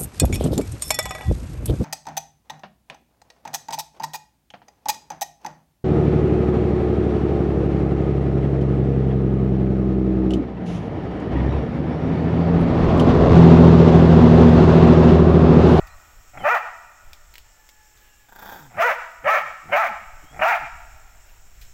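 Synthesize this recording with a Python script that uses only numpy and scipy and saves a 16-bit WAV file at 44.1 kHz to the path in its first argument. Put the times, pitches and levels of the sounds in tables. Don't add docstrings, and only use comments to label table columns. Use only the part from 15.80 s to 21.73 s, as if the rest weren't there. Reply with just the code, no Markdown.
import sys
import numpy as np
from scipy import signal
from scipy.fft import rfft, irfft, next_fast_len
from scipy.io import wavfile
from scipy.ndimage import uniform_filter1d, minimum_filter1d

SR = 44100
rng = np.random.default_rng(int(sys.argv[2]) if len(sys.argv) > 2 else 0)


def master_out(mix):
    frames = np.transpose(np.atleast_2d(mix))
    ceiling = np.clip(frames, -1, 1)
    pcm = np.round(ceiling * 32767).astype(np.int16)
    wavfile.write(sys.argv[1], SR, pcm)


N = 261513
TIME = np.arange(N) / SR


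def gain_of(db):
    return 10 ** (np.asarray(db) / 20)


def unit_rms(x):
    return x / np.sqrt(np.mean(x ** 2) + 1e-20)


def curve_at(points, hz):
    f, value = np.transpose(points)
    return np.interp(np.log(hz + 1), np.log(f), value)


def add(mix, s, sound):
    part = mix[max(round(s * SR), 0):][:len(sound)]
    part += sound[:len(part)]


def noise(size=N):
    return rng.standard_normal(N)[:size]


def shaped(x, response):
    size = next_fast_len(len(x) + 2048)
    return unit_rms(irfft(rfft(x, size) * response(np.fft.rfftfreq(size, 1 / SR)), size)[:len(x)])


def coloured(x, points):
    return shaped(x, lambda f: gain_of(curve_at(points, f)))


def wander(size, rate_hz):
    return shaped(noise(size), lambda f: 1 / (1 + (f / rate_hz) ** 4))


def step(t, width):
    return .5 + .5 * np.tanh(t / width / 2)


def wind(calm_db=-57.5):
    gusts = [(0.043, 0.16, -44.5), (0.383, .05, -52), (0.566, 0.063, -45.5), (1.27, 0.037, -45.5),
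             (1.494, 0.13, -49), (4.36, 0.23, -47.5), (5.081, 0.26, -44.5), (5.82, 0.23, -45.5)]
    rumble = [(8, 6), (25, 4.5), (45, 0.5), (80, -6.5), (130, -19), (250, -37.5), (600, -54.5)]
    swells = sum(gain_of(db) * np.exp(-((TIME - s) / half) ** 2) for s, half, db in gusts)
    return coloured(noise(), rumble) * (gain_of(calm_db) + swells) * gain_of(2 * wander(N, 14))


def leaves(level_db=-59):
    rustle = [(60, -1), (250, -4.5), (450, -4), (800, -7.5), (1400, -3), (2500, -3.5), (4200, -11),
              (9500, -21), (12000, -11.5), (15500, -8)]
    sway_db = 1.2 * wander(N, 5)
    return coloured(noise(), rustle) * gain_of(level_db + sway_db)


def insects(trim_db=-0.83, throb_db=0.95):
    bands = [(5500, 660, -1.5), (6510, 240, -0.5), (7253, 440, 3), (7970, 560, -3)]
    chorus = [(0.0, -59), (2.53, -62), (2.77, -60.5), (4.99, -58.5), (5.53, -60.5), (5.93, -59.5)]
    drone = shaped(noise(), lambda f: sum(gain_of(db) / (1 + (2 * (f - hz) / width) ** 2)
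                                          for hz, width, db in bands))
    return drone * gain_of(trim_db + np.interp(TIME, *np.transpose(chorus)) + throb_db * wander(N, 8.2))


def wood(x, near_t60=0.044, echo_s=0.1151, echo_width_s=0.013, far_t60=2.55):
    colour = [(200, 1.5), (500, -5.5), (800, 1.5), (1400, 3), (2400, 1), (4000, 2.5), (9000, 4),
              (15000, -0.5)]
    decay = [(200, 0.73), (700, 0.69), (1400, 0.75), (2500, 0.84), (5000, 1), (15000, 0.15)]
    size = 2 * SR
    t = TIME[:size]
    near, middle, stand, far = rng.standard_normal((4, size)) * (rng.random((4, size)) < .1)
    hz, frame_s, spectra = signal.stft(middle, SR, nperseg=256)
    spectra *= gain_of(-60 * frame_s / curve_at(decay, hz)[:, None])
    middle = signal.istft(spectra, SR, nperseg=256)[1][:size]
    parts = [(-12, near * (t > .002) * gain_of(-60 * t / near_t60)),
             (-20, middle * np.minimum(t / 0.034, 1)),
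             (-20.7, stand * np.exp(-((t - echo_s) / echo_width_s) ** 2)),
             (-33.5, far * np.minimum(t / 0.25, 1) * gain_of(-60 * t / far_t60))]
    taps = sum(gain_of(db) * unit_rms(part) for db, part in parts) / np.sqrt(size)
    taps = irfft(rfft(taps) * gain_of(curve_at(colour, np.fft.rfftfreq(size, 1 / SR))), size)
    return x + signal.fftconvolve(x, taps)[:N]


def claws(trim_db=-4.5, crumble_db=-23, crumble_t60=0.24):
    ticks = [(0.071, -41.5, 0.054), (1.3323, -27, 0.0095), (1.54, -33, 0.01), (1.5553, -31, 0.015),
             (1.5814, -26.5, 0.0082), (1.8902, -39.5, 0.041), (2.174, -48, 0.03), (5.8134, -40.5, 0.13),
             (5.85, -47, 0.04)]
    colour = [(300, -10.5), (1200, -9.5), (2200, 1.5), (3600, -1.5), (5500, -2.5), (9500, -14.5),
              (14000, -7), (16000, -3)]
    out, t = np.zeros(N), TIME[:6000]
    for s, db, t60 in ticks:
        fade = gain_of(-60 * t / t60) + gain_of(crumble_db - 60 * t / crumble_t60)
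        add(out, s, gain_of(db + trim_db) * fade * coloured(rng.standard_normal(len(t)), colour))
    return out


def whistles():
    notes = [(0.074, 0.083, -68, 4000, 4100, 4130), (0.576, 0.08, -53.5, 3400, 3060, 3040),
             (2.2, 0.25, -73, 2890, 2790, 2730), (4.414, 0.18, -65.5, 2920, 3265, 3360),
             (5.48, 0.034, -67, 2950, 2720, 2440)]
    out = np.zeros(N)
    for s, length, db, *pitches in notes:
        progress = np.linspace(0, 1, round(length * SR))
        glide_hz = np.polyval(np.polyfit([0, .5, 1], pitches, 2), progress)
        phase = 2 * np.pi * np.cumsum(glide_hz * (1 + .018 * wander(len(progress), 220))) / SR
        add(out, s, gain_of(db) * unit_rms(np.sin(np.pi * progress) * np.sin(phase)))
    return out


def grunts_and_thud(half_pitch_db=-6, rattle_db=-2, slack=0.34, range_db=20):
    events = [(.648, -37, .125, .03, 201, 800), (2.68, -51, .18, .15, 195, -51),
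              (2.83, -48, .13, 0.22, 151.2, -400), (2.995, -35.5, 0.061, 0.034, 204.2, 792),
              (3.46, -37.5, 0.039, 0.04, 168, 851), (3.63, -50, .05, 0.081, 179, -1400),
              (3.93, -39, 0.11, 0.085, 202.5, 500), (4.114, -44, .055, 0.047, 214, -1600),
              (4.445, -46, .03, 0.017, 146, 197), (4.625, -37, .125, .035, 197, 645),
              (4.835, -45.5, .06, 0.051, 143, -1250)]
    rattle_colour = [(50, -19), (120, 8.5), (320, -1.5), (500, -4), (1000, -28)]  # f/Hz, level/dB
    out = np.zeros(N)
    for s, db, swell, fade, hz, glide in events:
        t = np.arange(-swell, fade, 1 / SR)
        size = len(t)
        strain = 1 if glide > 0 else slack
        level = gain_of(db - range_db * np.maximum(-t / swell, t / fade))
        level *= signal.windows.tukey(size, .15)
        phase = 2 * np.pi * np.cumsum((hz + glide * t) * (1 + .06 * strain * wander(size, 80))) / SR
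        skips = strain * gain_of(half_pitch_db) * np.sin(phase / 2)
        tone = unit_rms(np.sin(phase) + skips + 0.36 * np.sin(2 * phase))
        rattle = coloured((1 + np.cos(phase / 2)) * noise(size), rattle_colour)
        add(out, s - swell, level * unit_rms(tone + strain * gain_of(rattle_db) * rattle))
    return out


def throat(x, formants, low_hz, tilt_db_per_octave=0, top_hz=2700, valley_db=-23):
    size = next_fast_len(len(x) + 4096)
    f = abs(np.fft.fftfreq(size, 1 / SR)) + 1
    peaks = sum(gain_of(db) / (1 + (2 * (f - hz) / width) ** 2) ** 0.92 for hz, width, db in formants)
    edges = np.sqrt((1 + (low_hz / f) ** 14) * (1 + (f / top_hz) ** 24))
    tilt = gain_of(tilt_db_per_octave * np.log2(f / low_hz))
    log_gain = np.log((peaks + gain_of(valley_db)) * tilt / edges + 1e-4)
    minimum_phase = np.exp(np.conj(signal.hilbert(log_gain)))
    return unit_rms(np.fft.ifft(np.fft.fft(x, size) * minimum_phase).real[:len(x)])


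def rasps(rattle_hz=110):
    puffs = [(0.534, -46, 0.091), (0.573, -32.5, 0.01), (0.595, -40.5, 0.082), (2.9, -51.5, 0.065),
             (2.942, -44, 0.1), (2.965, -34, 0.029), (3.443, -33, 0.007), (3.888, -39, 0.029),
             (4.527, -48, 0.085), (4.562, -43, 0.033), (4.591, -28, 0.018)]
    formants = [(753, 166, 9.5), (1340, 240, -1.0), (2080, 720, -3.5)]  # f/Hz, width/Hz, level/dB
    out = np.zeros(N)
    for s, db, fade in puffs:
        t = TIME[:round(2 * fade * SR)]
        rattle = 0.3 + np.exp(-(t * rattle_hz % 1) / 0.077)
        puff = throat(rattle * noise(len(t)), formants, low_hz=360)
        add(out, s, gain_of(db) * puff * np.minimum(t / 0.0028, 1) * np.exp(-(t / fade) ** 4))
    return out


def chest_push(start, attack, length, release, effort_db, low_hz, break_s, top_s, top_hz,
               rough_start, rough_top, rough_end=0.86, sag_db_per_s=17.5, pitch_per_db=.0055):
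    lead_s, trail_s = .03, 0.044
    t = np.arange(-lead_s, length + trail_s, 1 / SR)
    push_db = 20 * np.log10(step(t, attack) * step(length - t, release) + .01)
    arch_width_s = np.where(t < top_s, .054, .039)
    arch = step(t - break_s, 0.0031) * np.exp(-((t - top_s) / arch_width_s) ** 2)
    hz = (low_hz + (top_hz - low_hz) * arch) * np.exp(pitch_per_db * push_db)
    dip_db = 2 * np.exp(-((t - break_s) / 0.044 - 1) ** 2)
    rough = np.interp(t, [break_s, top_s, length], [rough_start, rough_top, rough_end])
    return start - lead_s, effort_db + push_db - sag_db_per_s * t - dip_db, hz, rough, arch


def teeth_hiss(puffs, cycles, effort_db, level_db):
    colour = [(1500, -19), (3000, 4), (4300, -6.5), (5800, -4.5), (7000, -8), (9000, -17.5), (11500, -13.5),
              (14000, -8), (16000, -3.5)]
    progress = np.linspace(0, 1, len(puffs))
    jaw_db = 9 * (np.sin(np.pi * progress) - 1)
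    flutter_db = 2 * wander(len(puffs), 45)
    linger_db = 0.73 * (effort_db.max() - effort_db) * progress
    buzz = sum(np.cos(2 * np.pi * (k * cycles + rng.random())) for k in range(8, 19))
    air = coloured(unit_rms(puffs) + gain_of(-12) * unit_rms(buzz), colour)
    return air * gain_of(level_db + jaw_db + flutter_db + linger_db)


def bark(push, formants, voicing):
    hiss_db, low_hz, second_low_db, second_high_db, third_db, split_db, bite_db = voicing
    s, effort_db, hz, rough, arch = chest_push(*push)
    size = len(hz)
    t = TIME[:size]
    rough = np.clip(rough * (1 + 0.17 * wander(size, 35)), .01, 1)
    jitter = (0.0057 + .025 * rough) * wander(size, 200)
    waver = 0.011 * rough * wander(size, 40)
    cycles = np.cumsum(hz * (1 + jitter + waver)) / SR
    split = gain_of(split_db) * np.sqrt(rough / rough.mean())
    partials = {k: np.cos(2 * np.pi * (k * cycles + rng.random())) for k in np.arange(2, 22) / 2}
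    folds = sum((split if k % 1 else 1) * partial * gain_of(3 * wander(size, 35))
                for k, partial in partials.items())
    throat_air, teeth_air = (0.27 + np.exp(-(cycles % 1) / 0.64)) * [noise(size), noise(size)]
    air_share = .1 + .65 * rough
    voice = (1 - air_share) * throat(folds, formants, low_hz, tilt_db_per_octave=-2)
    voice += air_share * throat(throat_air, formants, low_hz, tilt_db_per_octave=2)
    second, third = (np.cos(np.angle(signal.hilbert(throat(partials[k], formants, low_hz))))
                     for k in (2, 3))
    second *= gain_of(second_low_db + (second_high_db - second_low_db) * arch)
    second /= np.sqrt(1 + (450 / (2 * hz)) ** 14)
    third *= gain_of(third_db) / np.sqrt(1 + ((3 * hz - formants[1][0]) / 130) ** 2)
    voice += 2 * (1 - rough) * (second + third)
    voice /= np.sqrt(uniform_filter1d(voice ** 2, size=600) + 1e-6)
    bite_phase = 2 * np.pi * np.cumsum(3100 - 7000 * t) / SR
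    bite = wander(size, 180) * np.sqrt(2) * np.cos(bite_phase) * np.exp(-(t / 0.12) ** 4)
    mouth = voice + gain_of(bite_db) * bite + teeth_hiss(teeth_air, cycles, effort_db, hiss_db)
    return s, gain_of(effort_db) * mouth * signal.windows.tukey(size, .08)


def far_call(length_s=0.947, start_hz=885, rest_hz=830, sink_s=0.54):
    t = TIME[:round(length_s * SR)]
    hz = rest_hz + (start_hz - rest_hz) * np.exp(-t / sink_s)
    phase = 2 * np.pi * np.cumsum(hz * (1 + 0.01 * wander(len(t), 50))) / SR
    call = gain_of(-68) * np.sin(phase) + gain_of(-69 + 4.5 * t) * np.sin(2 * phase)
    return np.sqrt(2) * call * gain_of(3.8 * wander(len(t), 28)) * signal.windows.tukey(len(t), .1)


def snarl(length_s=0.41, level_db=-39, swell_db=17.5, slap_hz=205, flap_hz=29.8, merge_s=.19):
    muzzle = [(120, -7.5), (300, -8), (680, -0.5), (890, 2.5), (1150, -7), (1650, -4), (2900, -27),
              (3500, -7.5), (4050, -26), (4550, -20), (7000, -23.5), (9500, -39), (13500, -15.5),
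              (16000, -15)]
    t = TIME[:round(length_s * SR)]
    size = len(t)
    swell = gain_of(level_db - swell_db * (2 * t / length_s - 1) ** 2)
    cycles = np.cumsum(slap_hz * (1 + 0.17 * wander(size, 90))) / SR
    pulses = np.diff(np.floor(cycles), prepend=0) * gain_of(2 * noise(size))
    splash = rng.standard_normal(400) * np.exp(-TIME[:400] / 0.0026)
    slaps = signal.fftconvolve(pulses, splash)[:size]
    air = np.exp(-(cycles % 1) / 0.35) * noise(size)
    flap = (.5 + .5 * np.cos(2 * np.pi * (flap_hz * t + 0.27))) ** 2
    depth = 0.32 + 0.52 * np.exp(-(t / merge_s) ** 4)
    bunches = unit_rms(1 - depth * (1 - flap))
    return swell * bunches * coloured(unit_rms(slaps) + gain_of(-1) * unit_rms(air), muzzle)


def scene(earlier_s=0.97, earlier_db=-2):
    # t/s, attack/s, length/s, release/s, effort/dB, low f/Hz,
    # break after/s, top after/s, top f/Hz, roughness at the break and at the top (0-1)
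    pushes = [(0.652, 0.0051, .120, .010, -9, 300, 0.031, 0.077, 489.1, 0.36, 0.15),
              (2.998, 0.00654, 0.12, .012, -9, 339.4, 0.023, 0.067, 495, 0.46, 0.07),
              (3.465, 0.0059, .119, 0.0148, -8, 301.6, .013, .061, 439.6, 0.36, 0.46),
              (3.927, 0.00344, 0.13, 0.0191, -9.5, 295.5, 0.04, .08, 448.5, 0.39, 0.13),
              (4.617, 0.00298, .140, .013, -9.5, 319.4, .037, 0.079, 484, 0.46, 0.25)]
    # f/Hz, width/Hz, relative level/dB
    throats = [
        [(701, 243, 2), (1263, 250, 1), (1887, 230, -5), (2464, 180, -10)],
        [(643, 154, 10.5), (1283, 240, 3), (1800, 860, -1), (2320, 1100, -9.5)],
        [(650, 340, -2), (1276, 130, 1.5), (1792, 210, -2), (2270, 240, -7.5)],
        [(686, 106, 2), (1300, 610, -5), (1800, 340, -8), (2270, 250, -6)],
        [(735, 216, 1), (1314, 226, -2), (1745, 440, -9), (2370, 440, -8.5)],
    ]
    # hiss/dB, low edge f/Hz, second partial in the low and the high register/dB,
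    # third partial/dB, half-pitch partials/dB, bright bite/dB
    voicings = [(-25.5, 543, -14.5, -34.5, -16.5, -13, -25), (-21.5, 512, -19, -25, -14.5, -14, -26),
                (-23, 540, -5.5, -34, -9, -2, -17), (-23.5, 645, -5.5, -12, -9.5, 6, -16.5),
                (-24, 627, -7, -19, -13, -3.5, -18.5)]
    direct = grunts_and_thud() + rasps()
    for push, formants, voicing in zip(pushes, throats, voicings):
        add(direct, *bark(push, formants, voicing))
    add(direct, 2.47, snarl())
    direct += claws() + whistles()
    add(direct, 1.62, far_call())
    mix = wood(direct) + wind() + leaves() + insects()
    earlier = np.zeros(N)
    add(earlier, *bark(pushes[0], throats[0], voicings[0]))
    add(mix, 0, gain_of(earlier_db) * wood(earlier)[round(earlier_s * SR):])
    return mix[None]


def record(dry, threshold_db=-26, squeeze=0.37, recover_db_per_s=95, ceiling=0.62, edge_hz=15850):
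    power_db = 10 * np.log10(abs(uniform_filter1d(dry[0] ** 2, size=800)) + 1e-12)
    recovery_db = recover_db_per_s * TIME
    held_db = np.maximum.accumulate(power_db + recovery_db) - recovery_db
    over_db = np.maximum(held_db - threshold_db, 0)
    ducked = dry / gain_of(squeeze * uniform_filter1d(over_db, size=200))
    allowed = np.minimum(ceiling / (abs(ducked) + 1e-9), 1)
    limited = ducked * uniform_filter1d(minimum_filter1d(allowed, size=300), size=300)
    low_pass = signal.firwin(511, edge_hz, window=("kaiser", 9), fs=SR)
    return signal.oaconvolve(limited, low_pass[None], "same")


dry = scene()
out = record(dry)
master_out(out)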